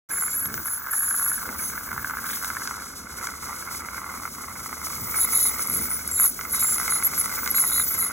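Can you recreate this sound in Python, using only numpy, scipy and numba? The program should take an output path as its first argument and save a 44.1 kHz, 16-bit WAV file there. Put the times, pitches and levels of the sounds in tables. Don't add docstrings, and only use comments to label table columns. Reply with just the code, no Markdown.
import sys
import numpy as np
from scipy import signal
from scipy.fft import rfft, irfft, next_fast_len
from scipy.io import wavfile
from numba import njit

SR = 44100
rng = np.random.default_rng(int(sys.argv[2]) if len(sys.argv) > 2 else 0)


def log_audio(samples):
    frames = np.atleast_2d(samples).T
    limited = np.clip(frames, -1, 1)
    pcm = np.round(limited * 32767).astype(np.int16)
    wavfile.write(sys.argv[1], SR, pcm)


N = 358091
TIME = np.arange(N) / SR

# t/s, attack/s, hold/s, release/s, level/dB, f/Hz, glide/Hz, noisy share/0-1
TIP_STROKES = [(0.104, 0.01, 0.14, 0.076, -27, 11120, -1.5, 0.1),
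               (0.287, 0.047, 0.14, 0.0087, -27, 11220, 149, 0.09),
               (0.643, 0.014, 0.11, 0.025, -28.5, 11100, -100, 0.32),
               (0.903, 0.013, 0.42, 0.066, -24.5, 11160, -1, 0.31),
               (1.573, 0.035, 0.079, .025, -32, 10800, 4.5, 0.48),
               (5.159, 0.006, 0.013, 0.015, -21.5, 9670, 0, 0.05),
               (5.185, 0.013, 0.05, 0.01, -19, 11100, 193, 0.26),
               (5.31, 0.041, 0.015, 0.045, -19, 11190, 211, 0.4),
               (5.37, 0.033, 0.092, 0.009, -21, 11080, -100, 0.44),
               (5.592, 0.014, 0.024, 0.02, -28.5, 9740, 402.5, 1),
               (5.669, 0.076, 0.038, 0.017, -24, 11270, 0.5, 0.6),
               (5.79, 0.023, .04, 0.017, -30, 9860, -300, 1),
               (5.892, 0.015, 0.033, 0.053, -27, 9740, 199.5, 0.3),
               (6.107, 0.13, 0.025, 0.047, -17, 11120, -250, 0.42),
               (6.487, 0.053, 0.018, 0.041, -24.5, 11140, -1.5, 0.7),
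               (6.589, 0.0083, 0.071, 0.22, -22, 11100, 2, 0.36),
               (6.888, 0.029, 0.032, 0.07, -22, 11100, 198, 0.26),
               (7.029, 0.012, 0.035, 0.0063, -19, 11330, 605, 0.23),
               (7.161, 0.025, 0.013, 0.034, -19, 11300, -700, 0.55),
               (7.223, 0.023, 0.011, .02, -28, 9700, -2.5, 0.63),
               (7.536, 0.028, 0.028, 0.19, -18, 11220, -0.5, 0.46),
               (7.683, 0.076, 0.075, 0.023, -23, 11100, 0, 0.2),
               (7.855, 0.016, 0.081, 0.032, -29, 11600, 6, 0.45),
               (7.963, 0.044, 0.009, 0.096, -20, 11240, -400, 0.5)]
# offset/Hz, level/dB
SQUEAL_SIDEBANDS = [(-4100, -17.5), (4200, -15.5)]
# t/s, length/s, f/Hz, level/dB
TIP_RINGS = [(0.115, .22, 7270, -37), (0.93, .37, 7180, -43.5), (1.616, 0.094, 6280, -40),
             (6.114, 0.1, 7380, -31.5), (6.603, 0.14, 7350, -32.5)]
# t/s, peak/dB
TIP_SQUEAKS = [(5.6715, -18.5), (5.6981, -15.5), (6.076, -17.5), (6.113, -18), (7.505, -14),
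               (7.5115, -12.5), (7.939, -15)]
# t/s, length/s, level/dB
TIP_RASPS = [(5.195, 0.068, -41.5), (5.34, 0.153, -41.5), (6.16, 0.11, -45), (6.53, .13, -43.5),
             (6.9, 0.089, -42.5), (7.545, 0.047, -37.5), (7.64, 0.066, -44), (7.715, 0.11, -36.5),
             (7.999, 0.052, -41.5)]
# t/s, length/s, level/dB
GRIT_DRAGS = [(2.255, .1, -44.5)]
# t/s, length/s, level/dB
TIP_WHISTLES = [(0.11, 0.49, -43), (0.53, 0.41, -38), (1.38, 0.97, -43), (4.99, 0.58, -37.5),
                (5.8, 0.17, -34), (6.2, 0.096, -31), (6.37, 0.14, -41), (6.6, 0.14, -34), (7.31, .19, -34),
                (7.66, 0.15, -33), (7.82, 0.095, -28)]
# t/s, level/dB
SPRAY_FEED = [(0.1, -35), (0.85, -39), (1.3, -36), (2.2, -36.5), (2.6, -32), (2.95, -38), (4.3, -36.5),
              (4.9, -33.5), (5.25, -29.5), (5.7, -32.5), (6.05, -32), (6.4, -33.5), (6.75, -31),
              (7.2, -28.5), (8.1, -32.5)]
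# f/Hz, density/dB
SPRAY_SPECTRUM = [(1500, -24), (3100, -16.5), (4100, -7), (4750, -3), (5200, -4), (5700, -1), (7000, -3),
                  (8200, 0), (8900, -3), (10000, 0), (12400, 1), (13300, -3), (15600, -3), (17000, -7)]
# t/s, length/s, level/dB
JET_SPLASHES = [(1.37, 0.064, -38), (1.575, 0.11, -32.5), (2.245, 0.22, -32.5), (3.16, 0.095, -34),
                (3.42, 0.34, -34.5), (3.89, 0.4, -42), (5.35, 0.11, -26.5), (6.82, 0.073, -31.5)]
# t/s, treble gain/dB
TEETH_SHADE = [(0.1, 3.5), (2.35, 2.5), (2.7, -7), (4.3, 0), (4.9, -1), (5.1, 2), (8.1, -3)]
# t/s, level/dB
TUBE_DRAW = [(0.1, -37.5), (0.7, -40.5), (1.15, -35.5), (1.7, -38.5), (2.15, -35), (2.7, -38), (3.9, -37.5),
             (4.7, -40), (5.2, -36.5), (5.8, -38), (6.1, -42), (6.9, -35.5), (7.6, -37), (8.1, -37.5)]
# t/s, length/s, gain/dB
TUBE_GULPS = [(0.868, 0.082, 3), (2.841, 0.33, -5.5), (3.197, 0.092, 2), (3.3, 0.12, -4),
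              (4.278, 0.1, -6.5), (4.742, 0.023, -9), (6.168, 0.081, 6.5), (6.281, 0.11, -7),
              (7.805, 0.13, -3.5)]
# t/s, peak/dB
SLUG_POPS = [(0.135, -19.5), (0.2229, -16.5), (0.236, -18), (0.456, -18.5), (0.541, -18.5), (0.577, -16),
             (0.658, -17.5), (0.6799, -18.5), (0.8696, -16), (0.934, -14), (1.032, -18), (1.1086, -14),
             (1.143, -16.5), (1.262, -16), (1.317, -16.5), (1.428, -19), (1.49, -15.5), (1.7774, -16.5),
             (1.9157, -14.5), (1.929, -16), (1.978, -18), (2.0453, -13.5), (2.0971, -14.5), (2.109, -14),
             (2.17, -17), (2.187, -17.5), (2.4359, -18.5), (2.446, -13.5), (2.5019, -12.5), (2.5681, -15),
             (2.675, -15), (2.7101, -13.5), (3.27, -17.5), (3.886, -17.5), (3.9798, -19), (4.253, -19),
             (4.2765, -20.5), (4.4837, -24), (4.561, -22), (4.6603, -19), (4.728, -16), (4.869, -18.5),
             (4.932, -20), (4.9666, -34), (5.143, -17), (5.332, -16.5), (6.197, -16), (6.391, -18),
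             (6.4106, -17.5), (6.452, -19), (6.546, -17), (6.626, -15), (6.644, -17), (6.731, -28),
             (6.782, -17.5), (6.7987, -16.5), (6.813, -19), (6.879, -12.5), (6.922, -16.5), (7.0245, -14.5),
             (7.135, -17), (7.258, -17.5), (7.324, -20), (7.3881, -20), (7.4614, -14.5), (7.475, -16),
             (7.544, -15), (7.5817, -13.5), (7.638, -15.5), (7.76, -23), (7.797, -16.5)]
# t/s, peak/dB
DROPLET_SPITS = [(0.4557, -26), (0.5405, -20.5), (2.445, -23), (2.6737, -21.5), (3.27, -22),
                 (6.4103, -23.5), (6.7812, -22), (6.878, -20), (7.0242, -24), (7.258, -23), (7.459, -18),
                 (7.4753, -16)]
# t/s, main mode f/Hz, upper mode relative level/dB
MOUTH_SHAPE = [(0.1, 1480, -8), (1.1, 1552, -20.5), (1.6, 1460, -9.5), (2.15, 1515, -15.5), (3.3, 1405, -8),
               (4.8, 1330, -9), (5.4, 1330, -3.5), (6.0, 1412, -7), (8.1, 1428, -5.5)]
# t/s, level/dB
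RUMBLE_LEVEL = [(0.1, -48), (.9, -53), (1.6, -45.5), (3.0, -47.5), (5.5, -46), (8.1, -44)]
# f/Hz, density/dB
RUMBLE_SPECTRUM = [(20, -42), (38, -6), (54, 0), (76, 6.5), (100, -2), (160, -3.5), (235, 1), (320, -6),
                   (500, -10.5), (800, -17), (3000, -79)]
# centre t/s, sigma/s, upper edge/Hz, level/dB
LOW_BUMPS = [(0.532, 0.066, 318, -39), (1.497, 0.03, 620, -40.5), (1.974, 0.034, 169, -41),
             (5.036, 0.078, 162, -43), (5.778, 0.07, 316, -38)]


def squeal(notes, roughness, hop_hz=260, wobble_hz=85, width_hz=540, fringe_db=-11, pressure_db=2.15):
    slip = np.tanh(2 * drift(26))
    loose = np.clip(roughness * (1.5 + .4 * slip), 0, 1)
    tone = phasor(hop_hz * slip / 2 + wobble_hz * drift(87.3))
    tone *= np.sqrt(1 - loose) + np.sqrt(loose) * chatter(width_hz)
    fringe = from_db(fringe_db) * np.sqrt(loose) * chatter(width_hz=2000)
    swing = unit_rms(tone / np.sqrt(1 + np.abs(tone / 2) ** 2) * (1 + fringe))
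    sidebands = sum(from_db(db) * phasor(hz) * chatter(width_hz) for hz, db in SQUEAL_SIDEBANDS)
    hand_pressure = unit_rms(from_db(pressure_db * np.tanh(drift(48))))
    return np.sqrt(2) * (notes * swing * (1 + sidebands)).real * hand_pressure * from_db(-0.08)


def contact():
    power, notes, rough_power = 1e-12, 0, 0
    for start_s, attack_s, hold_s, release_s, db, hz, glide_hz, noisy in TIP_STROKES:
        gain = from_db(db) * trapezoid(start_s, attack_s, hold_s, release_s)
        progress = np.clip((TIME - start_s) / (attack_s + hold_s + release_s), 0, 1)
        notes += gain * phasor(hz + glide_hz * (progress - .5))
        power += gain ** 2
        rough_power += gain ** 2 * noisy
    return np.sqrt(power), notes, np.clip(rough_power / power, 0, 1)


def rings(wander_hz=95, flicker_db=4, edge_s=0.0044):
    notes = sum(phasor(hz) * from_db(db) * trapezoid(start_s, edge_s, length_s - edge_s, edge_s)
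                for start_s, length_s, hz, db in TIP_RINGS)
    notes *= phasor(wander_hz * drift(92.4))
    return np.sqrt(2) * notes.real * unit_rms(from_db(flicker_db * drift(54)))


def squeaks(hz=11300, wander_hz=150, gain_db=1):
    return phasor(hz + wander_hz * drift(87)).real * swells(TIP_SQUEAKS, rise_s=0.0011) * from_db(gain_db)


def rasps(shank_hz=4040, partner_hz=6930, partner_db=2, wander_hz=80):
    judder = chatter(width_hz=380) * phasor(wander_hz * drift(17))
    pair = phasor(shank_hz) * judder + from_db(partner_db) * phasor(partner_hz) * np.conj(judder)
    return np.sqrt(2) * pair.real * gates(TIP_RASPS, rise_s=0.0044, fall_s=0.0044)


def grit(grains_per_s=900, modes_hz=(2050, 3500)):
    grains = rng.standard_normal(N) * (rng.random(N) < grains_per_s / SR)
    crunch = sum(unit_rms(resonance(grains + 1e-18, hz, width_hz=hz / 3)) for hz in modes_hz)
    return unit_rms(crunch) * gates(GRIT_DRAGS, rise_s=0.0044, fall_s=0.056)


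def whistle(hz=14750, wander_hz=110, flicker_db=2):
    friction = unit_rms(drift(300) + 1j * drift(300))
    tone = np.sqrt(2) * (phasor(hz + wander_hz * drift(3.1)) * friction).real
    return tone * gates(TIP_WHISTLES, rise_s=0.019, fall_s=0.031) * from_db(flicker_db * drift(34))


def spray(jet_db, flutter_db=2, gain_db=-2, treble_db_per_db=0.59, reference_db=-33):
    shade_db, = curves(TEETH_SHADE)
    hiss = coloured(rng.standard_normal(N), SPRAY_SPECTRUM)
    treble = filtered(hiss, lambda hz: np.clip((hz - 6500) / 8000, 0, 1))
    treble_db = shade_db + treble_db_per_db * np.clip(jet_db - reference_db, -20, 2)
    hiss += treble * (from_db(treble_db) - 1)
    return hiss * from_db(jet_db + gain_db + flutter_db * (drift(15.6) + drift(45) / 2))


def jet_level_db(rubbing, rubbing_db=-6):
    feed_db, = curves(SPRAY_FEED)
    splashes = gates(JET_SPLASHES, rise_s=0.012, fall_s=0.056)
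    return 10 * np.log10(from_db(feed_db) ** 2 + splashes ** 2 + (rubbing * from_db(rubbing_db)) ** 2)


def suction(gurgle_db=14.5, pop_db=29.5, tick_db=-1):
    slugs = impulses(SLUG_POPS)
    ticks = from_db(tick_db) * resonance(slugs, hz=4500, width_hz=20000)
    drive = from_db(gurgle_db) * film_bursts() + from_db(pop_db) * slugs
    return mouth(drive) + bubbles() + from_left(ticks + spits())


def flow_db():
    draw_db, = curves(TUBE_DRAW)
    edge_s = 0.0034
    return draw_db + sum(db * trapezoid(start_s, edge_s, length_s - edge_s, edge_s)
                         for start_s, length_s, db in TUBE_GULPS)


def film_bursts(base_per_s=220, clump_db=3, air_gain=0.52, gain_db=1.27):
    sizes = from_db(6 * np.minimum(rng.exponential(1, N), 2)) * rng.choice([-1, 1], N)
    bursting = rng.random(N) < base_per_s * from_db(clump_db * drift(18)) / SR
    return (unit_rms(sizes * bursting) + air_gain * rng.standard_normal(N)) * from_db(flow_db() + gain_db)


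def mouth(drive, low_ratio=0.76, low_db=-8, upper_hz=2080, upper_trim_db=2.14, echo_db=-15, t60_s=0.08):
    centre_hz, upper_db = curves(MOUTH_SHAPE)
    slosh_hz = 55 * drift(44)
    body = resonance(drive, centre_hz + slosh_hz, width_hz=358)
    body -= from_db(low_db) * resonance(drive, low_ratio * centre_hz + slosh_hz, width_hz=723)
    upper = from_db(upper_db + upper_trim_db) * resonance(drive, upper_hz + slosh_hz, width_hz=224)
    direct = ports(body, lag_ms=-.065, pan_db=-.4) + ports(upper, lag_ms=.06, pan_db=-10)
    age_s = TIME[:SR // 4]
    tail = rng.standard_normal((2, len(age_s))) * from_db(-60 * age_s / t60_s)
    tail /= np.sqrt(np.sum(tail ** 2, axis=1, keepdims=True))
    echoes = signal.fftconvolve([body + from_db(7) * upper], tail, axes=1)[:, :N]
    return direct + from_db(echo_db) * echoes


def bubbles(t60_s=0.039, pitch_spread=0.073, gain_db=-12, small_per_s=22, small_db=12):
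    centre_hz, _ = curves(MOUTH_SHAPE)
    births = impulses(SLUG_POPS) + (rng.random(N) < small_per_s / SR) * from_db(flow_db() + small_db)
    age_s, out = TIME[:SR // 20], np.zeros(N + SR)
    for i in np.flatnonzero(births):
        hz = centre_hz[i] * np.exp(pitch_spread * rng.standard_normal())
        phase_rad = 2 * np.pi * hz * age_s * (1 + 2 * age_s)
        envelope = (1 - np.exp(-hz * age_s)) * from_db(-60 * age_s / t60_s)
        out[i:i + len(age_s)] += births[i] * np.sin(phase_rad) * envelope
    return out[:N] * from_db(gain_db)


def spits(gain_db=-5):
    crack = unit_rms(resonance(rng.standard_normal(N), hz=5200, width_hz=7000))
    return crack * swells(DROPLET_SPITS, rise_s=0.0009) * from_db(gain_db)


def air_rush(inlet_db=-10.5, hollow_db=-7.5):
    inlet_noise, hollow_noise = rng.standard_normal((2, N))
    _, upper_db = curves(MOUTH_SHAPE)
    inlet = unit_rms(resonance(inlet_noise, hz=1150, width_hz=720)) * from_db(inlet_db)
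    hollow = unit_rms(resonance(hollow_noise, hz=400, width_hz=440)) * from_db(hollow_db + upper_db)
    return (inlet + ports(hollow, lag_ms=.5, pan_db=-5)) * from_db(flow_db())


def rumble(gain_db=0.4, side_db=-13.5, side_cut_hz=130):
    level_db, = curves(RUMBLE_LEVEL)
    mid, side = (coloured(white, RUMBLE_SPECTRUM) for white in rng.standard_normal((2, N)))
    side = signal.sosfilt(signal.butter(1, side_cut_hz, "high", fs=SR, output="sos"), side)
    return (mid + from_db(side_db) * side * [[1], [-1]]) * from_db(level_db + gain_db)


def bumps(low_hz=65):
    out = np.zeros(N)
    for centre_s, sigma_s, top_hz, db in LOW_BUMPS:
        band = signal.butter(2, [low_hz, top_hz], "band", fs=SR, output="sos")
        thud = unit_rms(signal.sosfilt(band, rng.standard_normal(N)))
        out += thud * from_db(db) * np.exp(-((TIME - centre_s) / sigma_s) ** 2 / 2)
    return out


def from_db(db):
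    return 10 ** (np.asarray(db) / 20)


def unit_rms(x):
    return x / np.sqrt(np.mean(np.abs(x) ** 2) + 1e-20)


def curves(rows):
    times_s, *columns = np.transpose(rows)
    return [np.interp(TIME, times_s, column) for column in columns]


def drift(corner_hz):
    pole = np.exp(-2 * np.pi * corner_hz / SR)
    return unit_rms(signal.lfilter([1], [1, -2 * pole, pole * pole], rng.standard_normal(N + SR))[SR:])


def chatter(width_hz):
    lowpass = signal.butter(2, width_hz / 2, fs=SR, output="sos")
    real, imaginary = signal.sosfilt(lowpass, rng.standard_normal((2, N)))
    return unit_rms(real + 1j * imaginary)


def phasor(hz):
    return np.exp(2j * np.pi * np.cumsum(hz * np.ones(N)) / SR)


def trapezoid(start_s, attack_s, hold_s, release_s):
    return np.interp(TIME, start_s + np.cumsum(np.abs([0, attack_s, hold_s, release_s])), [0, 1, 1, 0])


def gates(rows, rise_s, fall_s):
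    return sum(from_db(db) * trapezoid(start_s, rise_s, length_s - rise_s, fall_s)
               for start_s, length_s, db in rows)


def impulses(rows):
    clicks = np.zeros(N)
    for start_s, db in rows:
        clicks[int(start_s * SR)] += from_db(db)
    return clicks


def swells(rows, rise_s):
    age = TIME[:SR // 10] / rise_s
    return signal.fftconvolve(impulses(rows), age * np.exp(1 - age))[:N]


def filtered(x, response):
    size = next_fast_len(N + SR // 10)
    hz = np.maximum(np.arange(size // 2 + 1) * SR / size, 1)
    return irfft(rfft(x, size) * response(hz), size)[..., :N]


def coloured(x, spectrum):
    points_hz, points_db = np.transpose(spectrum)
    return unit_rms(filtered(x, lambda hz: from_db(np.interp(np.log(hz), np.log(points_hz), points_db))))


@njit
def bandpass(x, angle_rad, r):
    y = np.zeros(len(x))
    for i in range(2, len(x)):
        feedback = 2 * r * np.cos(angle_rad[i]) * y[i - 1] - r * r * y[i - 2]
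        y[i] = (1 - r * r) / 2 * (x[i] - x[i - 2]) + feedback
    return y


def resonance(x, hz, width_hz):
    angle_rad = 2 * np.pi * hz / SR * np.ones(N)
    radius = np.exp(-np.pi * width_hz / SR)
    return bandpass(bandpass(x, angle_rad, radius), angle_rad, radius)


def ports(x, lag_ms, phase_rad=0, pan_db=0):
    right = filtered(x, lambda hz: np.exp(-1j * (2 * np.pi * hz * lag_ms / 1000 + phase_rad)))
    return np.array([x * from_db(pan_db / 2), right * from_db(-pan_db / 2)])


def from_left(x):
    return ports(x, lag_ms=.235, phase_rad=2.52)


def scene(mist_mid_db=-31, mist_side_db=-15):
    gain, notes, roughness = contact()
    jet_db = jet_level_db(gain * roughness)
    tip = squeal(notes, roughness) + rings() + squeaks() + rasps() + grit() + whistle()
    scaler = from_left(tip + spray(jet_db))
    mist = from_db(mist_mid_db) * spray(jet_db) + from_db(mist_side_db) * spray(jet_db) * [[1], [-1]]
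    return scaler + mist + suction() + air_rush() + rumble() + bumps()


def record(dry, start_s=0.0882, fade_s=0.012, cutoff_hz=15950):
    faded = dry * np.clip((TIME - start_s) / fade_s, 0, 1)
    return signal.sosfilt(signal.ellip(12, .1, 85, cutoff_hz, fs=SR, output="sos"), faded)


dry = scene()
out = record(dry)
log_audio(out)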